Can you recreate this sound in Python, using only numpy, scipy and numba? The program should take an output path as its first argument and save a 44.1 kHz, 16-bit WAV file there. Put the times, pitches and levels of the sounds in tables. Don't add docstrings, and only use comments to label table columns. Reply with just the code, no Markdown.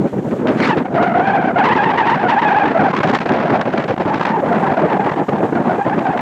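import sys
import numpy as np
from scipy import signal
from scipy.fft import rfft, irfft
from scipy.io import wavfile
from scipy.ndimage import uniform_filter1d, minimum_filter1d
from numba import njit

SR = 44100
rng = np.random.default_rng(int(sys.argv[2]) if len(sys.argv) > 2 else 0)


def persist_wave(psi):
    counts = np.round(np.clip(psi, -1, 1) * 32767).astype(np.int16)
    wavfile.write(sys.argv[1], SR, np.atleast_2d(counts).T)


def how_loud(loudness_db):
    steps = np.asarray(loudness_db, float) / 20
    return 10 ** steps


N = 273852

# [t/s, strength/dB, hardness/dB]
SHEAR = [(0.0, -38, -0.5), (0.24, -34, -14.5), (0.69, -24, 0), (0.9, -29.5, -20.5), (0.97, -22.5, -8.5),
         (1.14, -19, -18.5), (1.55, -22.5, -18.5), (1.64, -15, -12.5), (2.63, -17, -12.5),
         (3.11, -22.5, -3), (3.46, -15.5, -11.5), (3.89, -22, -6.5), (4.29, -20, -7), (4.39, -20, -18.5),
         (4.77, -13.5, -17.5), (5.38, -21.5, -16), (5.95, -22, -17.5), (6.21, -20.5, -15)]


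def curve(table):
    s, *columns = np.transpose(table)
    return [np.interp(np.arange(N) / SR, s, c) for c in columns]


def unit(x):
    return x / np.sqrt(np.mean(x ** 2))


def walk(rate):
    hold = max(int(SR / rate), 1)
    steps = np.repeat(rng.standard_normal(N // 20), hold)[:N]
    x = uniform_filter1d(uniform_filter1d(steps, hold), hold)
    return unit(x - uniform_filter1d(x, SR // 10))


def bands(shape, lo_hz, hi_hz, gust_db, own_db, rate, tilt_db=0., pivot_hz=2600):
    shape_hz, shape_db = np.transpose(shape)
    f = np.maximum(np.fft.rfftfreq(N, 1 / SR), 1)
    noise = rfft(rng.standard_normal(N)) * how_loud(np.interp(np.log(f), np.log(shape_hz), shape_db))
    out = 0
    for centre in 30 * 2 ** np.arange(0, 9.6, .5):
        part = irfft(noise * np.clip(1 - abs(np.log2(f / centre)) * 2, 0, 1), N)
        octaves_up = max(np.log2(centre / pivot_hz), 0)
        out = out + part * how_loud(gust_db + own_db * walk(rate) + tilt_db * octaves_up)
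    inside = (f > lo_hz) & (f < hi_hz)
    return out / np.sqrt(2 * np.sum(abs(noise[inside]) ** 2) / N ** 2)


@njit
def svf(x, hz, k):
    y, b, l = np.empty(len(x)), 0., 0.
    for i in range(len(x)):
        g = np.tan(np.pi * hz[i] / SR)
        v = (b + g * (x[i] - l)) / (1 + g * (g + k))
        b, l, y[i] = 2 * v - b, l + 2 * g * v, k * v
    return y


def envelope(rows, attack_s):
    t, out = np.arange(N) / SR, np.zeros(N)
    for s, height, length in rows:
        start = int(s * SR)
        u = abs(t[start:int((s + .15) * SR)] - s)
        out[start:start + len(u)] += height * (1 - np.exp(-u / attack_s)) * np.exp(-u / max(length, .002))
    return out


def streaks(rows, trim_db):
    t, out = np.arange(N) / SR, np.zeros(N)
    for s, db, length in rows:
        at = slice(int((s - .02) * SR), int((s + .06) * SR))
        wide = np.clip(length, .001, .015)
        out[at] += how_loud(db + trim_db) * np.exp(-((t[at] - s - 0.78 * wide) / wide) ** 2)
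    return out


def plateaus(rest, rows, edge_s):
    out = rest + np.zeros(N)
    for s, length, value in rows:
        out[int(s * SR):int((s + length) * SR)] = value
    return uniform_filter1d(out, max(int(edge_s * SR), 1))


def wheels():
    # [f/Hz, level/dB per Hz]
    hiss_colour = [(1000, 5.5), (3000, 18.5), (5000, 10.), (7000, 13.5), (8500, 7.), (10000, 0.5),
                   (12000, 3), (15000, -5.6)]
    # [t/s, level/dB]
    rolling = [(0, -72), (.65, -72), (.8, -77), (3, -79), (4.2, -77), (4.5, -72), (4.8, -75), (5.4, -73),
               (6.21, -74)]
    grit_db = 1.3 * walk(760) + 0.78 * walk(12)
    return bands(hiss_colour, 10000, 13000, grit_db, .8, 8) * how_loud(curve(rolling)[0] + 3.0)


def whistle():
    # [t/s, f/Hz, level/dB]
    turn_in = [
        (.56, 1998, -66),
        (.605, 2100, -40.5),
        (.625, 2190, -23),
        (.64, 1950, -18.5),
        (.657, 2200, -21.5),
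        (.68, 2270, -65),
    ]
    hz, db = curve(turn_in)
    noise, t = rng.standard_normal(N), np.arange(N) / SR
    low, high = (unit(svf(svf(noise, k * hz, 0.16), k * hz, 0.3)) for k in (1, 2))
    return how_loud(db) * (low + how_loud(-11.5) * high) * (t > turn_in[0][0]) * (t < turn_in[-1][0])


def rush(gust, flutter):
    # [f/Hz, level/dB per Hz]
    fine_air = [(500, -4), (1000, 10.), (1600, 11), (2500, 2), (3600, -7.5), (5000, -16.), (7000, -27),
                (9000, -43), (16000, -86.5)]
    # [t/s, level/dB, length/s]
    sudden_blows = [(0.308, -23, .02), (0.47, -3, 0.004), (0.48, -13.5, 0.026), (0.601, 0.5, 0.0031),
                    (.627, -10.5, .012), (0.648, -8.5, .01), (0.671, -5, 0.01), (0.697, -7.5, 0.0093),
                    (0.769, -10, 0.008), (0.781, -10.5, 0.0077), (0.822, -17, .006), (0.848, -20, .012),
                    (0.941, -15.5, 0.0076), (1.025, -5.5, 0.015), (1.193, -10, .01), (1.271, -8, 0.015),
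                    (1.464, -13.5, 0.0071), (1.584, -11.5, .008), (1.64, -6.5, 0.0088), (1.653, -5, 0.013),
                    (1.686, -8, 0.0087), (1.759, -8, 0.013), (1.901, -8.5, .006), (1.974, -7.5, 0.015),
                    (2.067, -11, 0.013), (2.096, -7, .015), (2.145, -11.5, .008), (2.292, -5.5, 0.021),
                    (2.416, -7.5, 0.0088), (2.676, -9, 0.01), (2.755, -16, .01), (2.808, -1.5, .003)]
    # [t/s, level/dB, length/s]
    chatter = [(2.902, -28.5, 0.004), (2.935, -26.5, 0.004), (2.9474, -22.5, 0.004), (2.964, -20, 0.004),
               (2.974, -24.5, 0.0037), (2.9874, -22, 0.0037), (3.0035, -24.5, 0.0037), (3.0164, -27, 0.004),
               (3.031, -19.5, 0.004), (3.0405, -22.5, 0.004), (3.073, -22.5, 0.004), (3.095, -18, 0.0049),
               (3.113, -20.5, 0.0044), (3.1346, -20, 0.004), (3.1467, -16, 0.004), (3.1525, -18.5, 0.0044),
               (3.1746, -25, 0.004), (3.1872, -23.5, 0.004), (3.2046, -24, 0.0044), (3.215, -22.5, 0.004),
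               (3.228, -28.5, 0.004), (3.2587, -25, 0.0036), (3.29, -19, 0.004), (3.319, -23, 0.0036),
               (3.3357, -23, 0.004), (3.3635, -27, 0.004), (3.4, -24.5, 0.0035), (3.457, -29, 0.0033),
               (3.469, -25.5, 0.0031), (3.5006, -23.5, 0.0044), (3.56, -28.5, 0.004),
               (3.6116, -17.5, 0.004), (3.637, -31, 0.004), (3.689, -31.5, 0.004), (3.7247, -27, 0.004),
               (3.734, -24.5, 0.0037), (3.7764, -21, 0.004), (3.7994, -25.5, 0.004),
               (3.8397, -21.5, 0.0044), (3.883, -31, 0.004), (3.8954, -28, 0.004), (3.9063, -21, 0.004),
               (3.9356, -32.5, 0.004), (3.964, -33.5, 0.004), (3.979, -24.5, 0.004), (4.0094, -25.5, 0.004),
               (4.0174, -26, 0.004), (4.076, -27.5, 0.004), (4.1004, -30.5, 0.004), (4.142, -22, 0.004),
               (4.185, -30, 0.004), (4.2098, -23.5, 0.0034), (4.232, -24, 0.004), (4.252, -17.5, 0.004),
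               (4.2657, -20.5, 0.004), (4.2885, -22, 0.004)]
    # [t/s, level/dB, length/s]
    thin_streaks = [(4.46, -29.5, 0.004), (4.4867, -23.5, 0.0036), (4.527, -20.5, 0.0049),
                    (4.557, -24.5, 0.004), (4.565, -25, 0.004), (4.58, -25.5, 0.004), (4.609, -29, 0.004),
                    (4.64, -31.5, 0.004), (4.641, -23.5, 0.004), (4.667, -23.5, 0.004),
                    (4.7007, -21.5, 0.0036), (4.721, -28.5, 0.0036), (4.765, -26, 0.004),
                    (4.8174, -21, 0.004), (4.898, -23, 0.004), (4.929, -22, 0.004), (5.002, -29.5, 0.004),
                    (5.0444, -22.5, 0.0048), (5.061, -22.5, 0.004), (5.091, -22.5, 0.0045),
                    (5.1163, -26, 0.004), (5.137, -23.5, 0.0036), (5.1635, -28.5, 0.004),
                    (5.289, -19.5, 0.0051), (5.359, -32.5, 0.004), (5.5433, -29.5, 0.004),
                    (5.558, -28.5, 0.004), (5.639, -27, 0.004), (5.693, -23, 0.004), (5.895, -21.5, 0.0045),
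                    (5.9396, -28.5, 0.004), (5.9905, -20, 0.004), (6.0657, -19.5, 0.004),
                    (6.138, -28.5, 0.004), (6.1737, -16, 0.004), (6.19, -22, 0.0049)]
    blow_flutter = .4

    shear_db, hard_db = curve(SHEAR)
    db = shear_db + hard_db + 2.2 * walk(20) + 2.5
    bright_db = 0.43 * (hard_db + 15.4)
    blows = envelope([(s, how_loud(peak - 14.0), length) for s, peak, length in sudden_blows], attack_s=0.0022)
    blows += streaks(chatter, trim_db=-5.0) + streaks(thin_streaks, trim_db=-8.5)
    rattle_db = plateaus(0, [(2.5, .42, 0.5)], .05) * np.tanh(walk(83)) * 1.3
    streaky_db = 1.6 * gust + 3.3 * flutter
    size = np.hypot(how_loud(db - 10.0 + rattle_db), blows * how_loud(1.5 - (1 - blow_flutter) * streaky_db))
    tilt_db = bright_db + 2.1 * np.log(size / 0.1) + 0.31 * gust
    return bands(fine_air, 1706, 5701, streaky_db, 0.4, 60, tilt_db) * size


def buffet(gust):
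    # [f/Hz, level/dB per Hz]
    eddies = [(40, -46), (80, -13.5), (150, 2.5), (220, 5.5), (350, 3), (550, -1), (1000, -10),
              (2000, -22.5), (8000, -85.5)]
    # [t/s, force/dB]
    headwind = [(0.0, -19), (0.59, -20.5), (0.95, -23), (1.47, -20), (2.35, -23), (2.97, -18.5),
                (3.35, -20), (4.29, -21), (4.65, -19), (5.14, -20.5), (5.48, -18.5), (6.21, -21.5)]
    # [t/s, length/s, level/dB]
    thumps = [(0.018, 0.052, -8.5), (0.247, 0.017, -16), (0.314, .03, -15), (0.411, 0.019, -14),
              (0.45, 0.12, -15), (0.594, 0.038, -13.5), (0.653, 0.056, -13.5), (0.755, 0.031, -13),
              (0.8, 0.035, -16), (0.933, 0.045, -19), (0.996, 0.043, -10.5), (1.155, 0.045, -14.5),
              (1.468, 0.023, -14.5), (2.756, 0.027, -19), (2.799, 0.035, -13.5), (2.983, .014, -14),
              (3.045, 0.018, -12.5), (3.135, 0.022, -12.5), (3.297, 0.023, -14.5), (3.4, 0.013, -16),
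              (3.461, 0.015, -14), (3.58, 0.034, -15.5), (3.742, .01, -18), (3.899, .012, -12),
              (3.938, .01, -12), (3.987, 0.036, -12), (4.054, 0.033, -15), (4.462, 0.026, -14),
              (4.557, 0.085, -17), (5.052, 0.025, -14), (5.298, 0.037, -19), (5.404, 0.048, -13),
              (5.543, 0.028, -15.5), (5.654, 0.023, -18.5), (5.865, 0.02, -13), (5.98, 0.01, -11)]
    # [t/s, length/s, level/dB]
    calms = [(0, 0.04, -17), (0.07, .06, -23.5), (0.196, 0.042, -22), (0.834, 0.049, -24.5),
             (5.102, 0.092, -22), (5.802, 0.042, -32.5), (6.051, 0.11, -24.5)]
    db = plateaus(curve(headwind)[0], thumps + calms, edge_s=0.009)
    tilt_db = 0.33 * (curve(SHEAR)[0] + 20)
    lumps = bands(eddies, 90, 486, 0.24 * gust + 2.28 * walk(85), 2.1, 55, tilt_db, pivot_hz=300)
    return lumps * how_loud(db + 1.36 * walk(14) - 0.22)


def locks():
    # [t/s, length/s, level/dB, first f/Hz, last f/Hz]
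    slide = [(.48, .035, -21, 640, 630), (0.688, 0.0298, -9.5, 960.1, 880), (.72, 0.02807, -18, 870.4, 850),
             (0.854, 0.018, -19, 727.6, 718.6), (0.943, .108, -13, 650, 725),
             (1.05, 0.081, -14, 719, 681.7), (1.139, .045, -12.5, 663, 721.4),
             (1.193, .067, -14.5, 730, 791), (1.259, .16, -13, 789, 760), (1.425, 0.04, -12, 755.7, 752),
             (1.47, 0.05, -14.5, 742, 700), (1.558, .075, -8, 697.3, 830), (1.637, .022, -11, 939, 860),
             (1.666, .018, -13.5, 950, 1000), (1.69, 0.048, -9.5, 848, 940),
             (1.754, 0.024, -14, 1000, 857.5), (1.781, .03, -9, 826.3, 792),
             (1.815, 0.097, -13.5, 868.6, 899.4), (1.92, .035, -16.5, 798.4, 880),
             (1.975, .045, -9.5, 935, 835), (2.022, .035, -17, 835, 859.4), (2.068, 0.034, -10, 920, 965),
             (2.106, .04, -13.5, 860, 930.5), (2.153, 0.075, -19, 802.4, 777.5),
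             (2.236, 0.04, -11.5, 768, 744), (2.283, 0.058, -13, 960.1, 829.5),
             (2.346, .052, -13.5, 828.5, 880), (2.418, 0.085, -11, 940.6, 753.4),
             (2.505, 0.03, -9, 770, 864.3), (2.541, .048, -8.5, 759.7, 898.5),
             (2.594, 0.055, -11, 858.7, 736), (2.658, 0.035, -17.5, 803.6, 913),
             (2.745, .04, -9.5, 730, 662), (2.792, .036, -7.5, 760, 675.7),
             (2.836, .035, -11, 768.4, 854.7), (2.873, .018, -14.5, 797.6, 699)]
    # [t/s, length/s, level/dB, f/Hz, steadiness
    catches = [(.08, .37, -38, 700, 0.04), (3.031, 0.03007, -10, 736, 0), (3.131, 0.03464, -15, 860, 0.1),
               (3.448, 0.0393, -14, 651, 0.2), (3.524, 0.0533, -17.5, 703.3, 0.02),
               (3.899, .02, -17, 670, 0.1), (3.996, 0.0316, -16.5, 745, 0), (4.08, 0.083, -24, 849, 0.72),
               (4.248, .025, -19, 800, 0.1), (4.42, 0.03046, -18, 608.1, 0.9), (4.513, 0.04, -13, 720, 0.6),
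               (4.598, 0.0592, -18, 789.4, 0.7), (4.694, 0.04, -17.5, 740, 0.5),
               (4.768, .025, -19, 679.5, .3), (4.87, 0.0303, -19, 761, 0.14),
               (5.552, .033, -13.5, 740, 0.7), (5.693, .03, -12, 747, 0.6)]
    # [t/s, length/s, level/dB, first f/Hz, last f/Hz]
    arcs = [(2.928, .03, -21.5, 1050, 1100), (2.959, .022, -21.5, 1080, 1100),
            (3.005, .018, -18, 1120, 1150), (4.31, .09, -20, 900, 820), (4.826, .04, -16.5, 539.8, 611),
            (4.915, .045, -16, 890, 800), (4.996, .065, -18, 740, 900), (5.199, .04, -24, 800, 830),
            (5.785, .065, -21, 770, 870), (5.894, .05, -18, 890, 780), (6.054, .045, -15.5, 790, 710),
            (6.102, .025, -21, 740, 840), (6.131, .025, -15.5, 800, 760)]
    loose_steady, slide_steady, arc_steady = 0.11, .78, .85
    edge_s, glide_s = .006, .008

    rows = [r + (slide_steady,) for r in slide] + [r + (arc_steady,) for r in arcs]
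    rows += [(s, length, db, hz, hz, steady) for s, length, db, hz, steady in catches]
    db = plateaus(curve(SHEAR)[0] - 3, [r[:3] for r in rows], edge_s)
    steady = plateaus(loose_steady, [(r[0], r[1], r[5]) for r in rows], edge_s)
    starts = [(r[0], r[3]) for r in rows]
    ends = [(r[0] + r[1], r[4]) for r in rows]
    hz = curve(sorted(starts + ends))[0]
    return db, uniform_filter1d(hz, int(glide_s * SR)), steady


def squeal(gust, flutter):
    # [multiple, level/dB]
    overtones = [(1, 0), (2, -9), (3, -19), (4, -30)]
    # [t/s, extra level/dB per overtone]
    rounding = [(0, 1.5), (.9, 0.5), (1, 0.5), (2.6, 0.5), (3, -2), (4, -6.5), (4.4, -4.5), (6.21, -2.5)]
    firm_lock = .1
    port_hz = 4960

    db, hz, steady = locks()
    steady = np.clip(steady, 0, 1)
    waver = np.clip((1 - steady) / firm_lock, .25, 1)
    gains = [(k, how_loud(g + (k - 1.5) * curve(rounding)[0])) for k, g in overtones]
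    hz = hz * (1 + waver * (.02 * gust + .025 * walk(70)))
    phase = 2 * np.pi * np.cumsum(hz * (1 + .037 * waver * walk(260))) / SR
    locked = sum(g * how_loud(2.5 * waver * walk(120)) * np.cos(k * phase - .7 * k) for k, g in gains)
    locked = unit(locked * how_loud(2.4 * waver * walk(190)))
    noise = rng.standard_normal(N)
    loose = sum(g * unit(svf(svf(noise, k * hz, 0.5 / k), k * hz, 0.5 / k)) for k, g in gains)
    tone = np.sqrt(steady) * locked + np.sqrt(1 - steady) * loose * how_loud(3.47 * flutter - 2.0)
    dull = signal.butter(2, port_hz, fs=SR, output="sos")
    return signal.sosfilt(dull, tone * how_loud(db + 0.31 * gust + 0.1))


def lulls_db():
    # [t/s of the snap back, depth/dB, length/s]
    lulls = [(0.852, 4.5, 0.016), (0.938, -2, 0.027), (1.194, -0.5, 0.0075), (1.47, 4.5, 0.01),
             (1.414, 4, 0.0072), (1.552, 1.5, 0.04), (1.748, 5, 0.015), (1.976, 2.5, 0.01),
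             (2.414, 5, 0.01), (2.745, 2.5, 0.013), (2.926, 10, .012), (3, 12, 0.0086), (3.028, 8.5, 0.013),
             (3.066, 5.5, .012), (3.125, 5, 0.016), (3.184, 14, 0.007), (3.2, 12, 0.008),
             (3.253, 15.5, 0.018), (3.29, 2, 0.0063), (3.651, 12.5, 0.02), (3.725, 8.5, 0.035),
             (3.876, 13.5, 0.013), (3.937, 7, 0.0093), (3.96, 19, 0.014), (3.974, 21, 0.0067),
             (3.995, 7, 0.014), (4.047, 9.5, 0.032), (4.193, 14.5, 0.0076), (4.247, 4.5, 0.0092),
             (4.418, 5, 0.011), (4.692, 5.5, 0.0086), (4.767, 5.5, 0.023), (4.991, 11.5, 0.012),
             (5.112, 10, 0.0097), (5.157, 12, 0.01), (5.279, 14.5, 0.039), (5.425, 9, 0.016),
             (5.521, 12, 0.019), (5.549, 8, 0.012)]
    snap_back_s = .0032
    t, dips = np.arange(N) / SR, np.zeros(N)
    for s, depth, length in lulls:
        dips += depth * np.exp(-((t - s) / np.where(t < s, length, snap_back_s)) ** 4)
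    return -dips


def scene():
    gust = walk(36)
    flutter = 1.3 * np.tanh(walk(170))
    wind = (squeal(gust, flutter) + buffet(gust) + rush(gust, flutter)) * how_loud(lulls_db())
    return (wind + whistle() + wheels())[None]


def roll_off(x):
    return signal.sosfilt(signal.butter(12, 15350, fs=SR, output="sos"), x)


def record(dry):
    mic_low_hz, limit_at, limit_s, clip_at = 48, 0.62, 0.008, .71
    dry = signal.sosfilt(signal.butter(2, mic_low_hz, "high", fs=SR, output="sos"), dry)
    span = int(limit_s * SR)
    swell = uniform_filter1d(-minimum_filter1d(-abs(dry), span), span)
    x = dry * np.minimum(limit_at / swell, 1) ** 0.8
    return roll_off(np.clip(x, -clip_at, clip_at))


dry = scene()
out = record(dry)
persist_wave(out)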